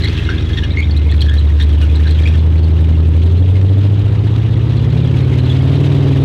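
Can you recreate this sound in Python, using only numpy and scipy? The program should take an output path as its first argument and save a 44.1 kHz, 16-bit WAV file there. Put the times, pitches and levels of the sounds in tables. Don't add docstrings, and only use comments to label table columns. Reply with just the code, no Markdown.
import sys
import numpy as np
from scipy import signal
from scipy.io import wavfile
from scipy.ndimage import uniform_filter1d

SR = 44100
rng = np.random.default_rng(int(sys.argv[2]) if len(sys.argv) > 2 else 0)


def wrap_up_sound(samples):
    columns = np.atleast_2d(samples).T
    tamed = np.clip(columns, -1, 1)
    steps = np.round(tamed * 32767).astype(np.int16)
    wavfile.write(sys.argv[1], SR, steps)


N = 275184
TIME = np.arange(N) / SR

# time in seconds, engine cycles per second.
ENGINE_SPEED = [(0.0, 11.516), (0.65, 11.402), (1.0, 10.63), (1.55, 10.475), (2.0, 10.795), (2.35, 11.365),
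                (3.15, 11.427), (3.55, 13.412), (4.35, 15.523), (5.1, 17.864), (5.4, 18.134),
                (5.92, 19.947), (6.1, 19.511), (6.24, 19.201)]
FIRING_STRENGTHS_DB = [-0.5, -2.5, -9, -1, 0, -11, -2.5]
# time in seconds, then the levels in dB of the firing tone,
# the uneven throb (5 times the cycle rate) and the octave above the firing tone.
EXHAUST_BEAT = [(0, -16.5, -24.5, -28.5), (.65, -17, -21, -38), (.95, -10, -29, -40), (1.5, -8.5, -44, -42),
                (2.0, -8.5, -43, -27), (2.9, -8.5, -41.5, -21), (3.4, -8, -42, -27), (3.8, -8.2, -32, -28),
                (4.1, -11.5, -22.5, -33.5), (4.9, -13, -18.5, -27), (5.5, -12, -15.5, -25.5),
                (6.24, -11, -16.5, -21)]
WEAK_TONES_DB = {4: -23, 6: -24.5, 8: -27, 9: -20, 10: -24.5, 11: -24, 12: -28.5, 13: -30, 15: -26, 16:
                 -24.5, 20: -21, 21: -25, 25: -27, 27: -25, 28: -25, 32: -23}
# pitch in Hz, gain in dB.
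MUFFLER_GAIN = [(40, -20.5), (60, -7.5), (85, -1.5), (115, -5), (150, -7), (195, -17), (240, -15.5),
                (305, -13.5), (345, -18), (400, -14.5), (460, -20), (650, -28.5)]
# pitch in Hz, width in Hz, boost in dB.
PIPE_RESONANCES = [(155.8, 30, 3.5), (290.8, 23, 5.5), (382, 16, 3)]
# time in seconds, boost in dB.
ENGINE_GROWL = [(0, 1), (1.6, -.5), (3.0, 1.5), (3.7, -0.5), (4.4, -2.5), (5.5, 0), (5.9, 3), (6.24, 2.5)]
# start in seconds, length in seconds,
# first pitch in Hz, last pitch in Hz, relative level in dB.
PIN_SQUEALS = [(0.033, 0.042, 2000, 2080, -27.5), (0.035, 0.025, 4000, 4050, -24.5),
               (0.287, 0.055, 1516, 1660, -27.5), (0.567, 0.032, 1830, 1855, -31.5),
               (0.573, 0.02, 3680, 3540, -28), (0.62, 0.05, 1654, 1700, -37),
               (0.632, 0.023, 2950, 2790, -30.5), (0.705, 0.021, 3750, 3870, -35.5),
               (0.769, 0.045, 2145, 2230, -23), (0.815, 0.022, 2310, 2450, -28.5),
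               (0.825, 0.03, 3300, 3600, -32.5), (0.908, 0.013, 4470, 4440, -36.5),
               (0.965, 0.015, 3750, 4050, -30), (1.095, 0.033, 3380, 3540, -36.5),
               (1.207, 0.018, 3940, 4390, -27), (1.216, 0.012, 3320, 3220, -29),
               (1.26, 0.11, 1685, 1793, -36), (1.28, 0.034, 3370, 3540, -34),
               (1.378, 0.019, 4050, 3940, -28.5), (1.595, 0.03, 1820, 1840, -32),
               (1.6, 0.033, 3530, 3970, -32), (1.815, 0.027, 2946, 2800, -32.5),
               (1.82, 0.035, 1482, 1493, -36.5), (1.953, 0.015, 4000, 4100, -32.5),
               (2.05, 0.03, 1684, 1590, -36), (2.107, 0.013, 4030, 4000, -31),
               (2.254, 0.03, 2220, 2755, -29), (2.63, 0.028, 4430, 4240, -41.5),
               (5.495, 0.031, 3460, 3360, -31.5)]
# start in seconds, relative level in dB.
LINK_SLAPS = [(0.0408, -16), (0.168, -18.5), (0.2922, -10.5), (0.381, -15.5), (0.5317, -18.5),
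              (0.5747, -16), (0.6375, -17), (1.2156, -17.5), (1.3386, -13.5), (1.599, -11.5), (1.815, -18),
              (2.0777, -18.5), (2.2335, -17), (2.2722, -14), (2.3446, -23.5), (4.27, -26)]
# pitch in Hz, relative level in dB, seconds to fade by 60 dB.
LINK_TONES = [(1639, -1, 0.025), (1786, -0.5, 0.032), (2090, -5.5, 0.029), (2487, -4, 0.024),
              (2700, -7.5, 0.015), (3060, -5, 0.01), (3323, 1.5, 0.041), (3680, 1, 0.023),
              (4000, -6.5, 0.013), (4360, -9, 0.036), (5590, -8.5, 0.021), (6200, -15.5, 0.015)]
# frequency in Hz, relative level in dB.
PUFF_COLOUR = [(90, -12), (140, 3), (195, -8), (285, 3.5), (335, -3), (395, -2.5), (480, -8.5), (640, -22),
               (1000, -39)]
ROAR_COLOUR = [(400, -11), (650, -1), (950, 1), (1350, -6), (2200, -17), (4000, -36.5)]
RUMBLE_COLOUR = [(15, -6.5), (28, -1.5), (45, -6), (90, -3.5), (170, -9.5), (300, -35.5)]
SOIL_COLOUR = [(1000, -6.5), (1600, -1.5), (2100, -2.5), (2700, 1), (3600, -1), (4200, -9), (4900, -16),
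               (6300, -19), (8000, -26), (11000, -32), (15500, -40)]
# time in seconds, relative level in dB.
ROAR_LOUDNESS = [(0.0, -42), (2.19, -41.5), (2.57, -39.5), (3.66, -45), (4.16, -38), (4.84, -39.5),
                 (5.95, -36.5)]
RUMBLE_LOUDNESS = [(0, -27), (.55, -27.5), (1.0, -38.5), (2.9, -33.5), (3.5, -26.5), (4.2, -38.5),
                   (6.24, -33)]
TRACK_LOUDNESS = [(0.0, -33.5), (0.71, -41), (0.87, -43), (2.22, -38.5), (2.54, -42.5), (4.29, -41.5),
                  (5.84, -36), (6.24, -38)]

FIRINGS_PER_CYCLE = len(FIRING_STRENGTHS_DB)
CRUISE_CYCLES_PER_S, FIRST_FIRING_S = 11.4, .0026
NEAR_UNTIL_S, DRAW_OFF_S, NEAR_BOOST_DB = 2.22, .25, 5


def exhaust_tones(cycles, rev_doublings, growl_db, flutter_db, jitter_cycles):
    firing_pattern = np.fft.fft(from_db(FIRING_STRENGTHS_DB))
    cycle_rate = np.gradient(cycles) * SR
    cycles = cycles + jitter_cycles * drift(25)
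    muffler_hz, muffler_db = np.transpose(MUFFLER_GAIN)
    throb, octave = 5, 2 * FIRINGS_PER_CYCLE

    def tone(multiple):
        upper = multiple > octave
        shift = np.angle(firing_pattern[multiple % FIRINGS_PER_CYCLE]) - 1.76 * upper
        return from_db(-.5 * upper) * np.sqrt(2) * np.cos(2 * np.pi * multiple * cycles + shift)

    beat = (FIRINGS_PER_CYCLE, throb, octave)
    out = sum(from_db(db) * tone(multiple) for multiple, db in zip(beat, in_time(EXHAUST_BEAT)))
    for multiple in [k for k in range(4, 36) if k not in beat]:
        tone_hz = multiple * cycle_rate
        level_db = WEAK_TONES_DB.get(multiple, -32) + 5 * rev_doublings + growl_db * (multiple > octave)
        level_db += np.interp(np.log(tone_hz), np.log(muffler_hz), muffler_db)
        level_db += sum(db / (1 + (2 * (tone_hz - hz) / width) ** 2) for hz, width, db in PIPE_RESONANCES)
        out += from_db(level_db + flutter_db * drift(4)) * tone(multiple)
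    return out


def firing_pulses(cycles, depth):
    firings = cycles * FIRINGS_PER_CYCLE
    strength = from_db(FIRING_STRENGTHS_DB)[np.round(firings).astype(int) % FIRINGS_PER_CYCLE]
    return unit_power(1 + depth * strength * np.cos(np.pi * firings) ** 2)


def exhaust_puffs(cycles, rev_doublings, growl_db):
    level_db = -30 + 5.5 * rev_doublings + .6 * growl_db
    return from_db(level_db) * noise(PUFF_COLOUR, flicker_db=1) * firing_pulses(cycles, depth=.97)


def engine_roar(cycles):
    level_db, = in_time(ROAR_LOUDNESS)
    return from_db(level_db - 1) * noise(ROAR_COLOUR, flicker_db=1.6) * firing_pulses(cycles, depth=.21)


def low_rumble():
    level_db, = in_time(RUMBLE_LOUDNESS)
    return from_db(level_db) * noise(RUMBLE_COLOUR, flicker_db=2)


def pin_squeals(rows, boost_db, waver, rasp_db):
    out = np.zeros(N)
    wobble, rasp = drift(200), drift(160)
    for start, length, first_hz, last_hz, db in rows:
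        span = slice(max(int((start - length / 2) * SR), 0), int((start + 2 * length) * SR))
        progress = (TIME[span] - start) / length
        hz = np.interp(progress, [0, 1], [first_hz, last_hz]) * (1 + waver * wobble[span])
        phase = 2 * np.pi * np.cumsum(hz) / SR
        overtones = from_db(-21) * np.sin(2 * phase) + from_db(-29.5) * np.sin(3 * phase)
        wave = np.sin(phase) + (2000 / first_hz) ** 2 * overtones
        swell = np.interp(progress, [.041, .054, .83, .87, 1.6], [.072, 1, .97, .34, .038])
        out[span] += from_db(db + boost_db + rasp_db * rasp[span]) * swell * wave
    return out


def faint_squeal_rows(level_db, per_s, spread_db, low_hz, high_hz):
    when, pitch, glide, size = rng.random((int(per_s * N / SR), 4)).T
    start = when * N / SR
    length = .005 + .016 * size
    first_hz = low_hz + (high_hz - low_hz) * pitch
    last_hz = first_hz * (1 + .083 * (glide - .5))
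    db = np.interp(start, TIME, level_db) + spread_db * (size - .5)
    return np.column_stack([start, length, first_hz, last_hz, db])


def link_clatter(rattle_db, rattles_per_s, slap_gain_db, bounce_fade_s):
    knocks = random_moments(rattles_per_s) * from_db(rattle_db + scatter_db(3.75))
    bounces = random_moments(per_s=500)
    for start, db in LINK_SLAPS:
        at = int(start * SR)
        strength = from_db(db + slap_gain_db)
        knocks[at] += strength * from_db(1.5)
        knocks[at:] += strength * bounces[at:] * np.exp(-TIME[:N - at] / bounce_fade_s)
    return sum(ring(knocks * rng.standard_normal(N) * from_db(db), hz, fade_s)
               for hz, db, fade_s in LINK_TONES)


def soil_hiss(track_db):
    return from_db(track_db + 1 + 2.22 * drift(45)) * noise(SOIL_COLOUR, flicker_db=1.4)


def rubbing_wheel(pitch_hz, level_db, start_s, end_s, fade_s):
    fade = np.clip(np.minimum(TIME - start_s, end_s - TIME) / fade_s, 0, 1)
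    hz = pitch_hz * (1 + .018 * drift(3) + .0091 * drift(70))
    return fade * from_db(level_db + 2.1 * drift(9.1)) * np.sin(2 * np.pi * np.cumsum(hz) / SR)


def field_echo(sound, echo_db, fade_s):
    delay = TIME[:SR // 2]
    echoes = rng.standard_normal(len(delay)) * random_moments(per_s=900, samples=len(delay))
    echoes *= from_db(-60 * delay / fade_s)
    return sound + from_db(echo_db) * signal.fftconvolve(sound, echoes / np.linalg.norm(echoes))[:N]


def overload_crackle(dry, limit):
    overloaded = uniform_filter1d(1. * (np.abs(dry) > limit), size=90)
    treble = signal.sosfilt(signal.butter(2, 3000, "high", fs=SR, output="sos"), dry)
    treble_level = np.sqrt(uniform_filter1d(treble ** 2, size=300).clip(0))
    clicks = random_moments(per_s=3200) * rng.choice([-1, 1], N) * from_db(3 + scatter_db(5))
    ticks = signal.sosfilt(signal.butter(1, [6800, 10500], "band", fs=SR, output="sos"), clicks + 1e-18)
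    return overloaded * (treble_level + from_db(-52.5)) * ticks


def noise(colour, flicker_db):
    hz, level_db = np.transpose(colour)
    edges = 2 ** np.arange(np.log2(hz[0]), np.log2(hz[-1]) + 1 / 6, 1 / 3)
    white, out = rng.standard_normal((2, N)), 0
    for k, (low, high) in enumerate(zip(edges, edges[1:])):
        band = signal.sosfilt(signal.butter(2, [low, high], "band", fs=SR, output="sos"), white[k % 2])
        band_db = np.interp(np.log(low * high) / 2, np.log(hz), level_db)
        out = out + band * from_db(band_db + flicker_db * drift(18))
    return unit_power(out)


def ring(clicks, hz, fade_s):
    decay, step = from_db(-60 / (fade_s * SR)), 2 * np.pi * hz / SR
    return signal.lfilter([0, np.sin(step)], [1, -2 * decay * np.cos(step), decay ** 2], clicks + 1e-18)


def drift(rate_hz):
    decay = np.exp(-80 * np.pi * rate_hz / SR)
    white = rng.standard_normal(N // 40 + 2002)
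    slow = signal.lfilter([1], [1, -2 * decay, decay ** 2], white)[2000:]
    return np.interp(np.arange(N) / 40, np.arange(len(slow)), unit_power(slow))


def random_moments(per_s, samples=N):
    return rng.random(samples) < per_s / SR


def scatter_db(spread_db):
    return spread_db * rng.standard_normal(N).clip(-2, 2)


def in_time(rows):
    seconds, *columns = np.transpose(rows)
    return [np.interp(TIME, seconds, column) for column in columns]


def from_db(db):
    return 10 ** (np.asarray(db) / 20)


def unit_power(x):
    return x / np.sqrt(np.mean(x ** 2) + 1e-20)


def scene():
    cycle_rate, = in_time(ENGINE_SPEED)
    growl_db, = in_time(ENGINE_GROWL)
    rev_doublings = np.log2(cycle_rate / CRUISE_CYCLES_PER_S)
    cycles = np.cumsum(cycle_rate) / SR - FIRST_FIRING_S * cycle_rate[0]
    exhaust = exhaust_tones(cycles, rev_doublings, growl_db, flutter_db=2.39, jitter_cycles=.001)
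    exhaust += exhaust_puffs(cycles, rev_doublings, growl_db)
    engine = exhaust + engine_roar(cycles) + low_rumble()

    track_db, = in_time(TRACK_LOUDNESS)
    soil = soil_hiss(track_db)
    nearness = np.clip(1 - (TIME - NEAR_UNTIL_S) / DRAW_OFF_S, 0, 1)
    steel_db = track_db + NEAR_BOOST_DB * nearness
    faint_rows = faint_squeal_rows(steel_db - 7, per_s=45, spread_db=6, low_hz=1701, high_hz=4200)
    steel = pin_squeals(np.vstack([PIN_SQUEALS, faint_rows]), boost_db=4, waver=.032, rasp_db=4)
    steel += link_clatter(steel_db - 9, rattles_per_s=110, slap_gain_db=-17.5, bounce_fade_s=.015)
    steel += rubbing_wheel(pitch_hz=2085, level_db=-43.5, start_s=.055, end_s=1.2, fade_s=.093)
    return (engine + soil + field_echo(steel, echo_db=-11, fade_s=.22))[None]


def record(dry):
    limit, cutoff_hz = .5646, 15800
    clipped = np.clip(dry, -limit, limit)
    crackle = overload_crackle(dry, limit)
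    mic_hiss = from_db(-66) * rng.standard_normal(N)
    treble_cut = signal.ellip(10, .1, 80, cutoff_hz, fs=SR, output="sos")
    return signal.sosfilt(treble_cut, clipped + crackle + mic_hiss)


dry = scene()
out = record(dry)
wrap_up_sound(out)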